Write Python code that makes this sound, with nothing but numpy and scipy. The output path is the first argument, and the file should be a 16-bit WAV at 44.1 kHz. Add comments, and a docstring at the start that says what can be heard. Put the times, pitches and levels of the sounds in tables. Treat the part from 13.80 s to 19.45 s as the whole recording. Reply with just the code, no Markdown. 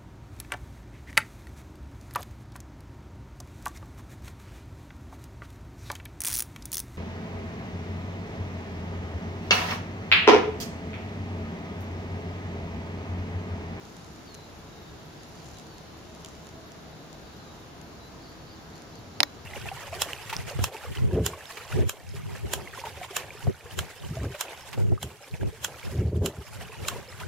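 """Hot day in dry grass.

A bed of far rumble, soft air hiss and a faint hum, with distant birds and a thin, high insect.
Close by, the straw rustles and ticks faintly as stalks slip under a feeding wasp.
Near the end a camera button is pressed and let go: two sharp clicks ring the body and the spring."""
import sys
import numpy as np
from scipy import signal
from scipy.io import wavfile

SR = 44100
rng = np.random.default_rng(int(sys.argv[2]) if len(sys.argv) > 2 else 0)


def unload_wav(signal):
    """Save mono or channel-first audio to the path in sys.argv[1] as 16-bit WAV at rate SR, clipped to [-1, 1]."""
    wavfile.write(
        sys.argv[1],
        SR,
        np.round(np.clip(np.atleast_2d(signal).T, -1, 1) * 32767).astype(np.int16),
    )


N = 249165
T = np.arange(N) / SR


def from_db(db):
    """Decibels to gain."""
    return 10 ** (np.asarray(db) / 20)


def rms_one(x):
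    """Scale to rms 1."""
    return x / np.sqrt(np.mean(x ** 2) + 1e-20)


def unit_click(x):
    """Scale a stereo click to the energy of one millisecond at rms 1."""
    return x / np.sqrt(np.sum(x ** 2) / 2 / (SR / 1000))


def at_hz(curve, hz):
    """Read a curve on a log-frequency axis."""
    freqs, values = np.array(curve).T
    return np.interp(np.log(hz), np.log(freqs), values)


def panned(pan_db):
    """Left and right gains; positive pans left."""
    return from_db(np.array([[.5], [-.5]]) * pan_db)


def stereo(mid, side, correlation):
    """Spread two noises to left and right; lower correlation is wider."""
    return np.sqrt(1 + correlation) * mid + np.sqrt(1 - correlation) * side * [[1], [-1]]


def add(out, start_s, sound):
    """Mix a sound in at its cue."""
    i = int(start_s * SR)
    out[:, i:i + sound.shape[-1]] += sound[..., :N - i]


def drift(rate_hz):
    """Smooth random modulation at rms 1."""
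    hop, warm_up = 40, 2000
    pole = np.exp(-2 * np.pi * rate_hz * hop / SR)
    white = rng.standard_normal(N // hop + warm_up + 2)
    slow = signal.lfilter([1], [1, -2 * pole, pole ** 2], white)[warm_up:]
    return np.interp(np.arange(N) / hop, np.arange(len(slow)), rms_one(slow))


def band(x, low, high):
    """Band-pass between two edges in Hz."""
    return signal.sosfilt(signal.butter(2, [low, high], "band", fs=SR, output="sos"), x)


def bands(low, high, count):
    """Rows of (lower edge, centre, upper edge), evenly spread in pitch."""
    edges = np.geomspace(low, high, count + 1)
    return zip(edges, np.sqrt(edges[:-1] * edges[1:]), edges[1:])


def blurred_tone(hz, width_hz):
    """A steady or gliding pitch blurred into a narrow band of noise."""
    phase = 2 * np.pi * np.cumsum(np.broadcast_to(hz, N)) / SR
    return rms_one(drift(width_hz) * np.cos(phase) + drift(width_hz) * np.sin(phase))


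def glide(hz):
    """A sine that follows a pitch curve."""
    return np.sin(2 * np.pi * np.cumsum(hz) / SR)


def burst(low, high, t60, correlation):
    """Crowded modes of one band, struck at once and dying together; unit energy per Hz."""
    t = T[:SR // 8]
    mid, side = rng.standard_normal((2, len(t))) * from_db(-60 * t / t60)
    ring = band(stereo(mid, side, correlation), low, high)
    return ring * np.sqrt((high - low) / np.sum(ring ** 2, axis=1, keepdims=True))


# Tone of the air bed: (frequency [Hz], relative density [dB])
AIR_SPECTRUM = [(25, -20), (36, -3.5), (48, -9), (70, -0.5), (115, -0.5), (320, -4), (540, -8.5),
                (700, -8.5), (1400, -13.5), (2700, -21), (4000, -19.5), (6800, -24.5), (8500, -31),
                (15000, -35.5)]
# Its stereo image: (frequency [Hz], left-right correlation [0-1])
AIR_CORRELATION = [(60, 0.87), (140, 0.81), (350, 0.52), (700, 0.44), (1500, 0.093), (4000, 0.047),
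                   (12000, 0.18)]
# Its balance: (frequency [Hz], pan [dB])
AIR_PAN = [(60, 1.5), (180, 1), (700, 0), (3000, 0.1), (12000, 1.5)]
def air(level_db=-46, flutter_db=0.6):
    """Far rumble, nearly mono, thinning into a wide, diffuse hiss."""
    out, white = 0, rng.standard_normal((2, 2, N))
    for k, (low, hz, high) in enumerate(bands(24, 16500, count=26)):
        mid, side = band(white[k % 2], low, high)
        gain = from_db(at_hz(AIR_SPECTRUM, hz) + flutter_db * drift(2.9)) * panned(at_hz(AIR_PAN, hz))
        out = out + gain * stereo(mid, side, at_hz(AIR_CORRELATION, hz))
    return from_db(level_db) * rms_one(out)


# Drone partials: (pitch [Hz], width [Hz], level [dB])
DRONE_PARTIALS = [(69, 3.9, -60.5), (159.7, 7.7, -58), (325.2, 5.4, -62.5), (425, 24, -63), (691, 45, -66)]
def drone():
    """A far, low drone of blurred tones."""
    return sum(from_db(db) * blurred_tone(hz, width) for hz, width, db in DRONE_PARTIALS)


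def hum(peak_s=2.5, peak_db=-59, peak_hz=648, rise_hz_per_s=14, swell_db_per_s=26, fade_db_per_s=6.5):
    """A faint, wavering tone far away swells once and slowly fades, its pitch creeping up."""
    t = T - peak_s
    envelope = from_db(peak_db + np.minimum(swell_db_per_s * t, -fade_db_per_s * t))
    return envelope * blurred_tone(peak_hz + rise_hz_per_s * t, width_hz=9)


# The farthest birds: (start [s], end [s], pitch [Hz], half-width [Hz], level [dB])
TWITTER_BANDS = [(0, 3.8, 3820, 170, -69.5), (1.5, 2.7, 3030, 150, -72)]
def twitter(swell_db=2.5, fade_s=0.1):
    """Many far calls overlap into narrow bands that gently swell and sink."""
    out = 0
    for start, end, hz, half_width, db in TWITTER_BANDS:
        fades = np.clip((T - start) / fade_s, 0, 1) * np.clip((end - T) / fade_s, 0, 1)
        mid, side = band(rng.standard_normal((2, N)), hz - half_width, hz + half_width)
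        chorus = mid + 0.45 * side * [[1], [-1]]
        out = out + from_db(db) * fades * rms_one(from_db(swell_db * drift(9.8)) * chorus)
    return out


# Whistle cues: (start [s], length [s], first pitch [Hz], target pitch [Hz], settling time [s],
# relative level [dB])
WHISTLE_CUES = [(0.453, 0.25, 4810, 3910, 0.073, -56), (0.904, 0.24, 3860, 3660, .11, -63),
                (1.732, .1, 4000, 3770, 0.11, -58), (1.88, .33, 4600, 4000, 0.16, -61),
                (3.56, .3, 4330, 3640, .12, -60), (4.193, .12, 3904, 4070, 0.12, -55),
                (4.57, .13, 4500, 4200, .11, -64)]
def whistles(waver_hz=32, attack_s=0.032, release_s=0.04, fade_db_per_s=24):
    """Nearly pure bird notes that fade as they slide toward a pitch."""
    out, waver = np.zeros((1, N)), waver_hz * drift(100)
    for start, length, first_hz, target_hz, settle_s, db in WHISTLE_CUES:
        t = T[:int(length * SR)]
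        slide = target_hz + (first_hz - target_hz) * np.exp(-t / settle_s)
        note = np.sqrt(2) * glide(slide + np.interp(start + t, T, waver))
        envelope = np.minimum(t / attack_s, 1) * np.minimum((length - t) / release_s, 1)
        add(out, start, from_db(db - fade_db_per_s * t) * envelope * note)
    return out


# Chirp cues: (start [s], length [s], middle pitch [Hz], overall rise [Hz], relative level [dB])
CHIRP_CUES = [(1.374, 0.064, 4750, -500, -63.5), (1.55, 0.076, 4750, -500, -61),
              (3.43, .06, 4650, 200, -67), (4.385, 0.17, 4570, 0, -59), (4.655, 0.12, 4480, -600, -59),
              (4.91, .09, 4270, 700, -59.5), (5.124, 0.081, 4320, 600, -58.5),
              (5.323, 0.079, 4350, 498, -61)]
def chirps(arch_hz=448, rasp_depth_hz=310, rasp_rate_hz=150):
    """Bird chirps whose pitch and loudness arch together; a fast flutter makes them rasp."""
    out, rasp = np.zeros((1, N)), rasp_depth_hz * drift(rasp_rate_hz)
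    for start, length, middle_hz, rise_hz, db in CHIRP_CUES:
        t = T[:int(length * SR)]
        place = 2 * t / length - 1   # -1 to 1 across the note
        arch = middle_hz + rise_hz * place / 2 - arch_hz * place ** 2
        note = glide(arch + np.interp(start + t, T, rasp))
        add(out, start, from_db(db) * np.sqrt(2 * (1 - place ** 2)) * note)
    return out


def birds(echo_t60=0.16, echo_db=-6, trim_db=-0.5):
    """Whistles and chirps, smeared by scattering on their long way."""
    song = whistles() + chirps()
    scatter = rng.standard_normal((2, SR // 2)) * from_db(-60 * T[:SR // 2] / echo_t60)
    scatter /= np.sqrt(np.sum(scatter ** 2, axis=1, keepdims=True))
    echo = signal.fftconvolve(song, scatter, axes=1)[:, :N]
    return from_db(trim_db) * (song + from_db(echo_db) * echo)


def insect(hz=12900, width_hz=170, first_s=0.099, period_s=0.2316, half_length_s=0.0077, level_db=-66.5):
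    """Short, very high chirps at an even pace."""
    from_chirp_s = (T - first_s + period_s / 2) % period_s - period_s / 2
    pulses = np.exp(-.5 * (from_chirp_s / half_length_s) ** 2)
    return from_db(level_db) * pulses * np.array([blurred_tone(hz, width_hz) for _ in range(2)])


# Swells in the straw: (middle [s], half-length [s], level [dB])
STRAW_SWELLS = [(0.1, 0.39, -67), (1.658, 0.12, -56.5), (2.52, 0.15, -61.5)]
def stirring(rest_db=-68):
    """The rustle's envelope: the straw stirs in short bouts over a resting level."""
    bouts = sum(from_db(db) * np.exp(-.5 * ((T - s) / half_s) ** 2) for s, half_s, db in STRAW_SWELLS)
    return from_db(rest_db) + bouts


# Tone of dry straw, shared with the ticks: (frequency [Hz], relative density [dB])
STRAW_SPECTRUM = [(1500, -3), (3000, 3.5), (5000, -1.5), (6600, 12.5), (9500, -10.5), (15000, -12)]
def rustle(slips_per_s=900, spread_db=4.5, crossfeed=0.11):
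    """Countless tiny slips between dry stalks."""
    slips = (rng.random((2, N)) < slips_per_s / SR) * rng.choice([-1, 1], (2, N))
    slips = slips * from_db(spread_db * np.minimum(rng.exponential(1, (2, N)), 4))
    slips = slips + crossfeed * slips[::-1]
    out = 0
    for k, (low, hz, high) in enumerate(bands(1500, 17000, count=7)):
        out = out + (-1) ** k * from_db(at_hz(STRAW_SPECTRUM, hz)) * band(slips, low, high)
    return stirring() * rms_one(out)


# Featured straw ticks: (time [s], relative level [dB], pan [dB])
TICK_CUES = [(0.052, -40, 1), (0.167, -40, -6), (.245, -41, -4), (.544, -37, -13), (0.549, -37, 10),
             (1.433, -40.5, -3), (1.785, -37, 2), (1.797, -39, -3), (1.868, -42, 1.5), (1.982, -39, 2),
             (2.349, -41, -5), (2.447, -29, -1), (2.46, -33.5, 0), (2.486, -39.5, -6), (2.669, -39.5, -4),
             (2.690, -40.5, -.5), (2.919, -38.5, -5), (3.329, -39.5, 7), (4.014, -39, 4), (4.956, -43, 4),
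             (4.979, -42.5, 6), (5.020, -38.5, -1.5), (5.155, -40.5, -1.5)]
def ticks(t60=0.0083, stalk_hz=6500, stalk_db=7, faint_per_s=3, faint_db=-47.5, trim_db=-3):
    """Stalks snap or slip: tiny cracks with one favoured pitch, fainter ones falling at random."""
    out = np.zeros((2, N))
    chance = rng.uniform(-1, 1, (int(faint_per_s * N / SR), 3))
    faint = [(abs(when) * T[-1], faint_db + 2 * size, 3 * side) for when, size, side in chance]
    for start, db, pan_db in TICK_CUES + faint:
        crack = from_db(stalk_db) * burst(0.94 * stalk_hz, 1.27 * stalk_hz, t60, correlation=0.47)
        for low, hz, high in bands(1700, 17000, count=5):
            crack += from_db(at_hz(STRAW_SPECTRUM, hz)) * burst(low, high, t60, correlation=0.23)
        add(out, start, from_db(db + trim_db) * panned(pan_db) * unit_click(crack))
    return out


# Camera body modes: (pitch [Hz], t60 [s], relative press level [dB], relative release level [dB])
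BODY_MODES = [(295, 0.19, -37.5, -45), (685, 0.022, -27, -39), (860, 0.014, -16.5, -25.5),
              (1120, 0.0059, -15, -12.5), (1790, 0.0094, -17, -25), (1900, 0.021, -23, -15),
              (2150, 0.007, -10, -18), (2550, 0.0053, -15.5, -34), (3610, 0.012, -18, -13),
              (4100, 0.0064, -15, -5), (4900, 0.011, -13, -8.5), (5350, 0.0085, -14.5, -14),
              (5890, 0.0057, -25, -8), (10170, 0.0043, -22, -29), (14000, 0.0034, -33, -24)]
def body_ring(stroke, lead_rad=0.59, jitter_rad=0.097, attack_s=0.00005):
    """Modes start at once, neighbours in opposite polarity; each reaches one microphone a little early."""
    t, out = T[:SR // 8], 0
    for k, (hz, t60, *levels_db) in enumerate(BODY_MODES):
        lead = (-1) ** (k // 2) * lead_rad * np.array([[1], [-1]])
        phase = k * np.pi + lead + jitter_rad * rng.standard_normal((2, 1))
        out = out + from_db(levels_db[stroke] - 60 * t / t60) * np.sin(2 * np.pi * hz * t + phase)
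    return out * (1 - np.exp(-t / attack_s))


# Decay of the casing: (frequency [Hz], t60 [s])
CASING_DECAY = [(300, .07), (800, 0.042), (2000, 0.0074), (5000, 0.013), (12000, 0.014)]
def casing_rattle(colour, tail_db=-13, tail_t60=0.044):
    """The casing's crowded modes give a noisy snap with a soft tail."""
    out = 0
    for low, hz, high in bands(100, 17000, count=18):
        snap = burst(low, high, at_hz(CASING_DECAY, hz), correlation=0.19)
        tail = from_db(tail_db) * burst(low, high, tail_t60, correlation=0.2)
        out = out + from_db(at_hz(colour, hz)) * (snap + tail)
    return unit_click(out)


# Spring modes: (pitch [Hz], level on release [dB], t60 [s])
SPRING_MODES = [(1924, -40, 0.055), (3960, -50, 0.44), (5240, -40, .07), (6970, -43, 0.063),
                (14800, -43, .04)]
def spring_ring():
    """The button's spring rings on as a thin ping."""
    return sum(from_db(db - 60 * T / t60) * np.sin(2 * np.pi * hz * T) for hz, db, t60 in SPRING_MODES)


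# Rattle colours, button going down and coming up: (frequency [Hz], relative density [dB])
PRESS = [(100, -32), (300, -14), (430, -8), (780, 4.5), (1250, -17), (2100, 5), (3100, -5), (4900, 0),
         (6400, -17), (7600, 2.5), (10000, -24), (15000, -28)]
RELEASE = [(100, -27), (300, -28), (650, -7.5), (1100, -7), (2000, -0.5), (2800, -22), (4000, 2.5),
           (6000, -15), (7600, -7), (10000, -34), (15000, -16)]
# Press, then release: (time [s], gain [dB], rattle colour [table], pan [dB])
BUTTON_CUES = [(5.4034, 4, PRESS, -3), (5.431, 0, RELEASE, 1.5)]
def button(rattle_db=-13, spring_db=(-9, 0)):
    """Each snap rings the body and rattles the casing; the spring pings louder on release."""
    out = np.zeros((2, N))
    for stroke, (start, db, colour, pan_db) in enumerate(BUTTON_CUES):
        click = from_db(rattle_db) * casing_rattle(colour) + body_ring(stroke)
        add(out, start, from_db(db) * panned(pan_db) * click)
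        add(out, start, from_db(spring_db[stroke]) * spring_ring())
    return out


def from_the_left(x, lag_s=0.00003):
    """Sound from the left reaches the right microphone a moment later."""
    allpass = (1 - lag_s * SR) / (1 + lag_s * SR)
    return np.array([x[0], signal.lfilter([allpass, 1], [1, allpass], x[1])])


def scene():
    """The stereo mix: far bed, close straw, wildlife and the button on top."""
    bed = from_the_left(air() + drone() + hum())
    return bed + rustle() + ticks() + birds() + twitter() + insect() + button()


# Narrow dips in the camera's response: (centre [Hz], width [Hz])
TREBLE_NOTCHES = [(7930, 920), (8830, 890), (11720, 610)]
def record(dry, notch_floor_db=-29, cutoff_hz=15500):
    """The camera notches the treble, clips at full scale and cuts the top."""
    notched = dry
    for hz, width_hz in TREBLE_NOTCHES:
        notch = signal.butter(2, [hz - width_hz / 2, hz + width_hz / 2], "bandstop", fs=SR, output="sos")
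        notched = signal.sosfilt(notch, notched)
    leak = from_db(notch_floor_db) * (dry - notched)
    clipped = np.clip(notched + leak, -1, 1)
    return signal.sosfilt(signal.butter(28, cutoff_hz, fs=SR, output="sos"), clipped)


dry = scene()
out = record(dry)
unload_wav(out)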